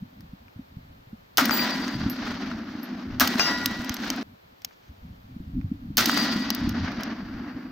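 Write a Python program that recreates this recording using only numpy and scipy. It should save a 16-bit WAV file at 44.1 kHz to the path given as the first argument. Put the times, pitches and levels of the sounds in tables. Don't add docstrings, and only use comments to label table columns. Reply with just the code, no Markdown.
import sys
import numpy as np
from scipy import signal
from scipy.fft import rfft, irfft
from scipy.io import wavfile

SR = 44100
rng = np.random.default_rng(int(sys.argv[2]) if len(sys.argv) > 2 else 0)


def decibels_to_gain(level_db):
    exponent = np.asarray(level_db, float) / 20
    return 10 ** exponent


def wav_record(signal):
    frames = np.transpose(np.atleast_2d(signal))
    bounded = np.clip(frames, -1, 1)
    quanta = np.round(bounded * 32767).astype(np.int16)
    wavfile.write(sys.argv[1], SR, quanta)


N = 340011


def rms_one(x):
    return x / np.sqrt(np.mean(x ** 2) + 1e-20)


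def in_time(rows):
    s, *columns = np.transpose(rows)
    return [np.interp(np.arange(N) / SR, s, column) for column in columns]


def at_hz(points, hz):
    point_hz, db = np.transpose(points)
    return np.interp(np.log(hz), np.log(point_hz), db)


def drift(rate):
    r = np.exp(-80 * np.pi * rate / SR)
    draws = rng.standard_normal(N // 40 + 2002)
    slow = signal.lfilter([1], [1, -2 * r, r * r], draws)[2000:]
    return np.interp(np.arange(N) / 40, np.arange(len(slow)), rms_one(slow))


# (frequency [Hz], left over right [dB])
BALANCE = [(60, -0.5), (180, 0.5), (550, 0.0), (1650, 1.0), (4970, 1), (15000, 1.5)]


def noise(spectrum, width, low_hz=0, high_hz=SR):
    hz = np.arange(N // 2 + 1) * SR / N + 1e-3
    mid, side = rfft(rng.standard_normal((2, N)))
    pair = mid + decibels_to_gain(at_hz(width, hz)) * side * [[1], [-1]]
    colour_db = at_hz(spectrum, hz) + at_hz(BALANCE, hz) * [[.5], [-.5]]
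    colour = decibels_to_gain(colour_db) * (hz >= low_hz) * (hz < high_hz)
    out = irfft(pair * colour, N)
    return out / np.std(out.mean(axis=0))


def dying(s, t60, rise_s):
    start = round(s * SR)
    t = np.arange(min(round(1.3 * SR * t60), N - start)) / SR
    return start, (1 - np.exp(-t / rise_s)) * decibels_to_gain(-60 * t / t60)


def panned(db):
    return decibels_to_gain(np.array([[db / 2], [-db / 2]]))


def tone(hz, shape, phase=0):
    return shape * np.sin(2 * np.pi * hz * np.arange(len(shape)) / SR + phase)


# (time [s], blast level [dB], bark level [dB], left over right [dB])
SHOTS = [(1.3797, -8.5, -16, 1.5), (3.2049, -7.5, -15, 1), (5.9778, -7, -23, -2)]
# (frequency [Hz], relative level [dB])
CRACK_COLOUR = [(180, -46.5), (300, -19.5), (629, -15), (1410, -3.5), (2150, -10), (3820, -7.5),
                (4150, -9.5), (5810, -7), (7610, -19), (10100, -24.5), (14900, -10.5), (16000, -27.5),
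                (16800, -52)]
# (frequency [Hz], relative level [dB])
CLICK_COLOUR = [(410, -50.5), (700, -16.5), (2350, -18.5), (3020, -2.5), (3550, -9), (5010, 0.5),
                (6450, -3.5), (7370, -20), (8640, -14), (10100, -17), (14700, 2), (15500, -8),
                (16800, -37.5)]
# (frequency [Hz], side over mid [dB])
NEAR_SIDE = [(60, -8.5), (150, -16), (380, 4), (950, -10.5), (2380, -1.5), (5980, -13.5), (15000, -14.5)]
BARK_HZ, BARK_WIDTH_HZ = 1380, 440


def blasts():
    crack = noise(CRACK_COLOUR, NEAR_SIDE)
    snap = noise(CLICK_COLOUR, NEAR_SIDE, 2500)
    bark = noise([(20, -60), (BARK_HZ - BARK_WIDTH_HZ, -12), (BARK_HZ, 0),
                  (BARK_HZ + BARK_WIDTH_HZ, -12), (8000, -50)], NEAR_SIDE)
    out = np.zeros((2, N))
    for s, db, bark_db, pan_db in SHOTS:
        # (noise, level [dB], time to fall 60 dB [s], rise [s])
        layers = [(snap, db - 5, .025, .0006), (crack, db - 11, .16, .001), (bark, bark_db, .15, .003)]
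        for layer, level_db, t60, rise_s in layers:
            i, shape = dying(s, t60, rise_s)
            burst = layer[:, i:i + len(shape)] * shape
            out[:, i:i + len(shape)] += burst * decibels_to_gain(level_db) * panned(pan_db)
        i, shape = dying(s, .8, .02)
        out[:, i:i + len(shape)] += decibels_to_gain(-32) * tone(1938, shape)
    return out


# (time [s], slap level [dB], thump level [dB], left over right [dB])
SLAPS = [(1.495, -4.5, -20, 8), (1.51, -11, -18, -5), (1.53, -15, -27.5, 11.5), (1.574, -17, -33.5, -18),
         (2.057, -30.5, -24, 12), (2.515, -23, -30, 4.5), (3.356, -14.5, -14, -2),
         (3.395, -16.5, -33.5, 3.5), (3.406, -10, -31.5, -8.5), (6.096, -2, -26, -3.5),
         (6.131, -13, -27, -2), (6.174, -10, -24, 9)]
SLAP_HZ, SLAP_T60_S = 1440, .0056


def slaps():
    out = np.zeros((2, N))
    for s, db, thump_db, pan_db in SLAPS:
        # (pitch [Hz], level [dB], time to fall 60 dB [s], rise [s], left over right [dB])
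        parts = [(SLAP_HZ, db, SLAP_T60_S, .0002, pan_db),
                 (3.6 * SLAP_HZ, db - 11, SLAP_T60_S / 2, .0001, pan_db),
                 (246.6, thump_db, .069, .002, 0)]
        for hz, level_db, t60, rise_s, side_db in parts:
            i, shape = dying(s, t60, rise_s)
            out[:, i:i + len(shape)] -= decibels_to_gain(level_db) * tone(hz, shape) * panned(side_db)
    return out


# (frequency [Hz], level [dB], unstretched time to fall 60 dB [s],
# swell [s], left over right [dB], phase by which the left leads [rad])
STAND = [(991, -33, 1.5, .06, 0, .2), (1425, -33, 1.8, .05, 3, .4), (1937, -22, 1.1, .1, 0, .3)]
NEAR_PLATE = [(4684, -31, .9, .03, 4, -2.0), (4693, -33, .7, .03, 4, -2.0), (4702, -50, 3.4, .02, 4, -2.0)]
FAR_PLATE = [(2796, -31, .35, .005, 7, 1.3), (3877, -30, .9, .1, 0, 0), (4560, -34, .4, .005, 7, 2.9),
             (5070, -31, .45, .01, 4, 2.9), (5082, -33, .45, .01, 4, 2.9), (5809, -34, .7, .08, 4, -1.0),
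             (5956, -30, .2, .005, 8, -1.1), (6087, -27, .22, .005, 8, -1.0), (6850, -50, .5, .01, 4, -2.2),
             (7404, -42, .4, .03, 4, .2), (10127, -49, .4, .04, -7, -1.2), (11620, -51, .4, .03, -7, 0),
             (15170, -39, .25, .01, 0, 0)]
# (what rings, time [s], added level [dB], stretch of the ring [factor])
STRIKES = [(STAND, 1.511, -5, 1.0), (NEAR_PLATE, 1.505, 4, 1.0), (STAND, 3.396, 0, 1.0),
           (FAR_PLATE, 3.396, 0, 1.0), (STAND, 6.098, -8, 1.3), (NEAR_PLATE, 6.098, -1, 1.4)]


def plate():
    out = np.zeros((2, N))
    for modes, s, strike_db, stretch in STRIKES:
        for hz, db, t60, swell_s, pan_db, lead in modes:
            total = abs(decibels_to_gain(pan_db / 2) * np.exp(1j * lead) + decibels_to_gain(-pan_db / 2))
            ports = panned(pan_db) / total * 2
            i, shape = dying(s, t60 * stretch, swell_s)
            shape = shape * decibels_to_gain(2 * drift(14))[i:i + len(shape)]
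            pair = [tone(hz, shape, lead), tone(hz, shape)]
            out[:, i:i + len(shape)] += decibels_to_gain(db + strike_db) * ports * pair
    return out


def bursts(rows, t60s, swell_s, edge_db):
    edges_hz = [(600, 2500), (2500, 8500), (8500, 17500)]
    bands = [noise(CLICK_COLOUR, NEAR_SIDE, *edges) for edges in edges_hz]
    out = np.zeros((2, N))
    for s, snap_db, thud_db, sizzle_db, pan_db in rows:
        for band, level_db, t60 in zip(bands, [thud_db, snap_db, sizzle_db], t60s):
            i, shape = dying(s, t60, swell_s)
            t = np.arange(len(shape)) / SR
            shape = shape * (1 + decibels_to_gain(edge_db - 60 * t / .007))
            burst = band[:, i:i + len(shape)] * shape
            even = np.sqrt(np.sum(shape ** 2) / np.sum(burst.mean(axis=0) ** 2))
            out[:, i:i + len(shape)] += decibels_to_gain(level_db) * even * burst * panned(pan_db)
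    return out


# (time [s], snap level [dB], thud level [dB], sizzle level [dB], left over right [dB])
BOLT = [(1.4542, -21, -26.5, -19.5, 1.5), (3.274, -16, -29.5, -21, 1.5), (6.0572, -14.5, -27, -17.5, -5.5)]


def bolt():
    return bursts(BOLT, [.03, .024, .02], .0008, -19)


# (time [s], snap level [dB], thud level [dB], sizzle level [dB], left over right [dB])
CLICKS = [(.207, -53.5, -59, -56, -1), (0.482, -66, -55, -75, 2), (1.3727, -17.5, -35, -19.5, 1),
          (1.509, -29.5, -25, -38, 4), (1.5945, -46, -25.5, -40, -1), (1.88, -35, -42, -55, -1),
          (2.099, -37, -54, -39, -1), (2.831, -50, -55, -57, 0), (3.1982, -19, -28.5, -18.5, -1),
          (3.3956, -25.5, -18, -40, 5), (3.6587, -18, -44, -20.5, -1), (3.846, -37, -46, -45, -1),
          (3.8944, -26, -30.5, -34, -2), (3.942, -35, -53, -33, -2), (3.967, -34, -42, -49, 0),
          (4.102, -21.5, -30.5, -33, -1), (4.1619, -43, -55, -48, 0), (4.6194, -52, -56, -58, 1),
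          (4.6474, -28, -42.5, -30.5, 1), (4.709, -67, -53, -73, 3), (5.6126, -68, -53.5, -78, -6),
          (5.9706, -18.5, -33, -18, 0), (6.1753, -26, -29, -35, -1), (6.5033, -20.5, -31, -26, 2),
          (6.549, -31.5, -42, -30, 3), (6.6928, -38, -49, -39.5, -10), (6.919, -59, -40, -58, -7),
          (7.0087, -52, -39, -50, -3), (7.0339, -31.5, -46, -41, -3)]


def clicks():
    return bursts(CLICKS, [.024, .02, .018], .0002, 3)


# (time after the shot [s], level [dB])
TERRAIN = [(0, -26.5), (.04, -29), (.09, -34.5), (.12, -32), (.15, -35), (.19, -30), (.23, -31.5),
           (.27, -29.5), (.32, -32.5), (.4, -35.5), (.5, -38), (.6, -40), (.7, -40), (.76, -43), (.8, -38),
           (.89, -35.5), (.96, -39.5), (1.05, -37), (1.15, -41), (1.25, -46), (1.5, -43), (1.8, -47),
           (2.9, -68)]
# (level [dB], brightness [dB per band going up], boom [dB], share of the treble loss [factor])
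ECHO_TRAITS = [(0.5, -1.5, 0.5, 0.53), (0.5, -1.5, -1, 0.3), (1, 3.5, 0.5, 1.54)]
SECOND_SCENE_S = 4.229


def returns(level_db):
    t, power = np.arange(N) / SR, 0
    for (s, *_), traits in zip(SHOTS, ECHO_TRAITS):
        delay = np.maximum(t - s, 0)
        heard = (t > s) & ((t < SECOND_SCENE_S) | (s > SECOND_SCENE_S))
        hills_db = np.interp(delay, *np.transpose(TERRAIN))
        power = power + heard * decibels_to_gain(2 * level_db(hills_db, delay, traits))
    return np.sqrt(power)


# (frequency [Hz], relative level [dB])
ECHO_COLOUR = [(210, -30), (350, -8.5), (468, -16), (658, -9), (971, -11.5), (1460, -8.5), (1830, -10),
               (1920, -10), (2410, -14), (4380, -11.5), (4830, -12.5), (10000, -30), (15000, -22),
               (16000, -29.5), (16800, -80)]
# (frequency [Hz], side over mid [dB])
FAR_SIDE = [(60, -31.5), (120, -18.5), (240, -28.5), (480, -9.5), (950, -11.5), (1890, -7), (3770, -3),
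            (7520, -6), (15000, -18.5)]
# end of middle alone, start and end of treble alone, start of top alone [Hz]
ECHO_EDGES = [1600, 3500, 5800, 7300]
# (level at the shot [dB], air loss before the shot's share [dB/s], own flicker [dB])
AIR = [(0.7, 0.7, 1.5), (-0.5, 8, 0.87), (-5, 24.5, 3)]


def echoes():
    whole = rfft(noise(ECHO_COLOUR, FAR_SIDE))
    together_db = 1.3 * drift(19.3) + 1.046 * drift(90.0)
    log_hz = np.log(np.arange(N // 2 + 1) * SR / N + 1e-3)
    shares = [[1, 0, 0, 0], [0, 1, 1, 0], [0, 0, 0, 1]]
    out = 0
    for k, (share, (db, loss_db, flicker_db)) in enumerate(zip(shares, AIR)):
        band = irfft(whole * np.interp(log_hz, np.log(ECHO_EDGES), share), N)
        level = returns(lambda hills_db, delay, traits:
                        hills_db + traits[0] + db + k * traits[1] - loss_db * traits[3] * delay)
        out = out + band * level * decibels_to_gain(together_db + flicker_db * drift(33.0))
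    return out


# (frequency [Hz], relative level [dB])
BOOM_COLOUR = [(76, -47.5), (130, -24.5), (145, -19), (230, 2.5), (248, 2.5), (287, -2), (426, -27),
               (480, -27), (620, -42), (1060, -120)]


def boom():
    level = returns(lambda hills_db, delay, traits: -11 + traits[2] + 0.61 * hills_db
                    + 20 * np.log10(1.001 - np.exp(-delay / 0.012)))
    return noise(BOOM_COLOUR, FAR_SIDE) * level * decibels_to_gain(2 * drift(21.0))


# (frequency [Hz], level [dB], time to fall 60 dB [s], left over right [dB])
FLYING_CASE = [(7117, -50, .2, 2), (7648, -44, .38, 6), (8406, -53, .22, -10), (11550, -42, .26, -9),
               (12840, -48, .3, -3), (15205, -38, .24, 0), (15395, -24, .25, 0)]
KNOCK_S, PULSES_PER_S = 1.509, 32


def flying_case():
    t, i, out = np.arange(SR // 2) / SR, round(KNOCK_S * SR), np.zeros((2, N))
    for hz, db, fade_s, pan_db in FLYING_CASE:
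        pulsing = 1 + .6 * np.cos(2 * np.pi * PULSES_PER_S * t + rng.uniform(0, 2 * np.pi))
        fade = decibels_to_gain(db - 60 * (t / fade_s) ** 1.7)
        shape = (1 - np.exp(-t / .022)) * fade * pulsing
        out[:, i:i + len(t)] += panned(pan_db) * tone(hz, shape)
    return out


# (time [s], level [dB], frequency [Hz], time to fall 60 dB [s])
CASES = [(2.098, -32, 12200, 0.11), (2.46, -65, 12600, 0.11), (2.8315, -40.5, 12700, 0.082),
         (3.9435, -33, 11720, 0.028), (4.102, -47, 13900, 0.045), (6.70, -56, 12600, 0.069)]


def cases():
    out = np.zeros(N)
    for s, db, hz, t60 in CASES:
        i, shape = dying(s, t60, 0.00025)
        out[i:i + len(shape)] += decibels_to_gain(db) * (tone(hz, shape) + .4 * tone(hz * 1.012, shape))
    return out


def rustle():
    i, shape = dying(4.55, 2.0, .12)
    level = np.pad(shape, (i, N))[:N] * decibels_to_gain(-62 + 4.6 * drift(24.7))
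    return level * noise([(600, -28), (1200, 1), (4500, -3.5), (6500, -5), (9000, -31)], NEAR_SIDE)


# (frequency [Hz], relative level [dB])
RUMBLE_COLOUR = [(12, -35.5), (20, -12), (103, -3.5), (140, -8), (160, -6), (210, -8.5), (350, -120)]
# (time [s], rumble level [dB], boomy part over the rumble [dB])
WIND = [
    [(0.0, -51, -0.5), (0.258, -53.5, -3.5), (0.328, -64, -8), (0.618, -62.5, -1), (0.992, -58, -10.5),
     (1.178, -61, -15), (1.37, -63, -6)],
    [(1.38, -50, 2), (1.55, -65, -1), (1.74, -54.5, 8), (1.98, -44, -2.5), (2.55, -53, -9),
     (2.69, -57.5, -4), (2.93, -55.5, 13), (3.11, -50.5, -12), (3.5, -55, -1.5), (3.74, -45, -10),
     (3.98, -53, -8), (4.06, -45, -7), (4.23, -53, -15)],
    [(4.23, -63.5, -2), (4.34, -65.5, -5), (4.67, -68.5, -3), (5.11, -49, -9), (5.41, -47.5, -2),
     (5.53, -42.5, -3), (5.82, -40, 1.5), (5.98, -46, 0.5), (6.24, -52, -6), (6.53, -46.5, 2),
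     (6.97, -46.5, -4), (7.28, -43, -9), (7.55, -53.5, -5), (7.71, -43, -2)],
]
# (time [s], level [dB], frequency [Hz])
LOW_THUMPS = [(0.018, -30.5, 186), (0.124, -49, 212), (0.197, -46, 91), (0.289, -46, 53.8),
              (0.328, -33, 192), (0.4, -49, 75.4), (0.557, -36.5, 98), (0.589, -35, 224),
              (0.766, -34.5, 120), (0.899, -47, 78.1), (0.978, -57, 80.7), (1.068, -46, 118),
              (1.127, -31.5, 217), (1.947, -26, 121), (2.059, -17.5, 248), (2.248, -30, 286),
              (2.749, -29, 280), (3.708, -24.5, 209), (3.793, -22.5, 246), (3.901, -23.5, 267),
              (4.889, -40, 72), (5.021, -42.5, 64.6), (5.36, -33, 235), (5.4, -29, 191), (5.489, -44, 159),
              (5.641, -29, 99), (5.713, -23, 225), (5.789, -45.5, 222), (5.85, -37, 196), (5.9, -26, 246),
              (6.358, -16.5, 208), (6.669, -18, 260), (6.707, -40, 268), (6.769, -32, 265),
              (7.223, -29, 205), (7.339, -33, 226), (7.465, -32, 248), (7.551, -28, 203)]


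def wind_and_thumps():
    rumble_db, boomy_db = in_time(np.vstack(WIND))
    rumble, boomy = noise(RUMBLE_COLOUR, FAR_SIDE), noise(BOOM_COLOUR, FAR_SIDE)
    out = rumble + boomy * decibels_to_gain(boomy_db + 2.0 * drift(16.0))
    out = out * decibels_to_gain(rumble_db + 6 * drift(6.4))
    for s, db, hz in LOW_THUMPS:
        i, shape = dying(s, 10.3 / hz, .002)
        shape = shape / shape.max()
        rough = decibels_to_gain(-13) * shape * (rumble + boomy)[:, i:i + len(shape)]
        out[:, i:i + len(shape)] += decibels_to_gain(db) * (tone(hz, shape) + rough)
    return signal.sosfilt(signal.butter(6, 313, fs=SR, output="sos"), out)


# (frequency [Hz], relative level [dB])
HISS_COLOUR = [(180, -26), (300, -16), (361, -15.5), (393, -17), (550, -16.5), (651, -18), (867, -19),
               (927, -19.5), (2380, -24.5), (2820, -26), (3010, -25.5), (4440, -26.5), (9640, -46),
               (14700, -30), (16800, -49.5)]
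# (frequency [Hz], side over mid [dB])
HISS_SIDE = [(60, -19), (130, -11), (290, 4), (640, 8), (1410, 7), (3100, 2.5), (6820, -2), (15000, -12)]
# (frequency [Hz], relative level [dB])
WHINE = [(13308, -90), (14266, -90.5)]


def hiss():
    t = np.arange(N) / SR
    tones = 0
    for hz, db in WHINE:
        tones = tones + decibels_to_gain(db + 7 + 2.0 * drift(10.0)) * np.sin(2 * np.pi * hz * t)
    return decibels_to_gain(-63.5) * noise(HISS_COLOUR, HISS_SIDE) + tones


def scene():
    ring = plate() + blasts()
    ring[:, round(SECOND_SCENE_S * SR):round(SHOTS[2][0] * SR)] = 0
    shots = ring + slaps() + bolt() + echoes() + boom()
    details = clicks() + flying_case() + cases() + rustle()
    return shots + details + wind_and_thumps() + hiss()


def top_cut(x):
    return signal.sosfilt(signal.butter(12, 17000, fs=SR, output="sos"), x)


def record(dry):
    mix = 0.77 * np.tanh(dry / 0.66)
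    return top_cut(mix)


dry = scene()
out = record(dry)
wav_record(out)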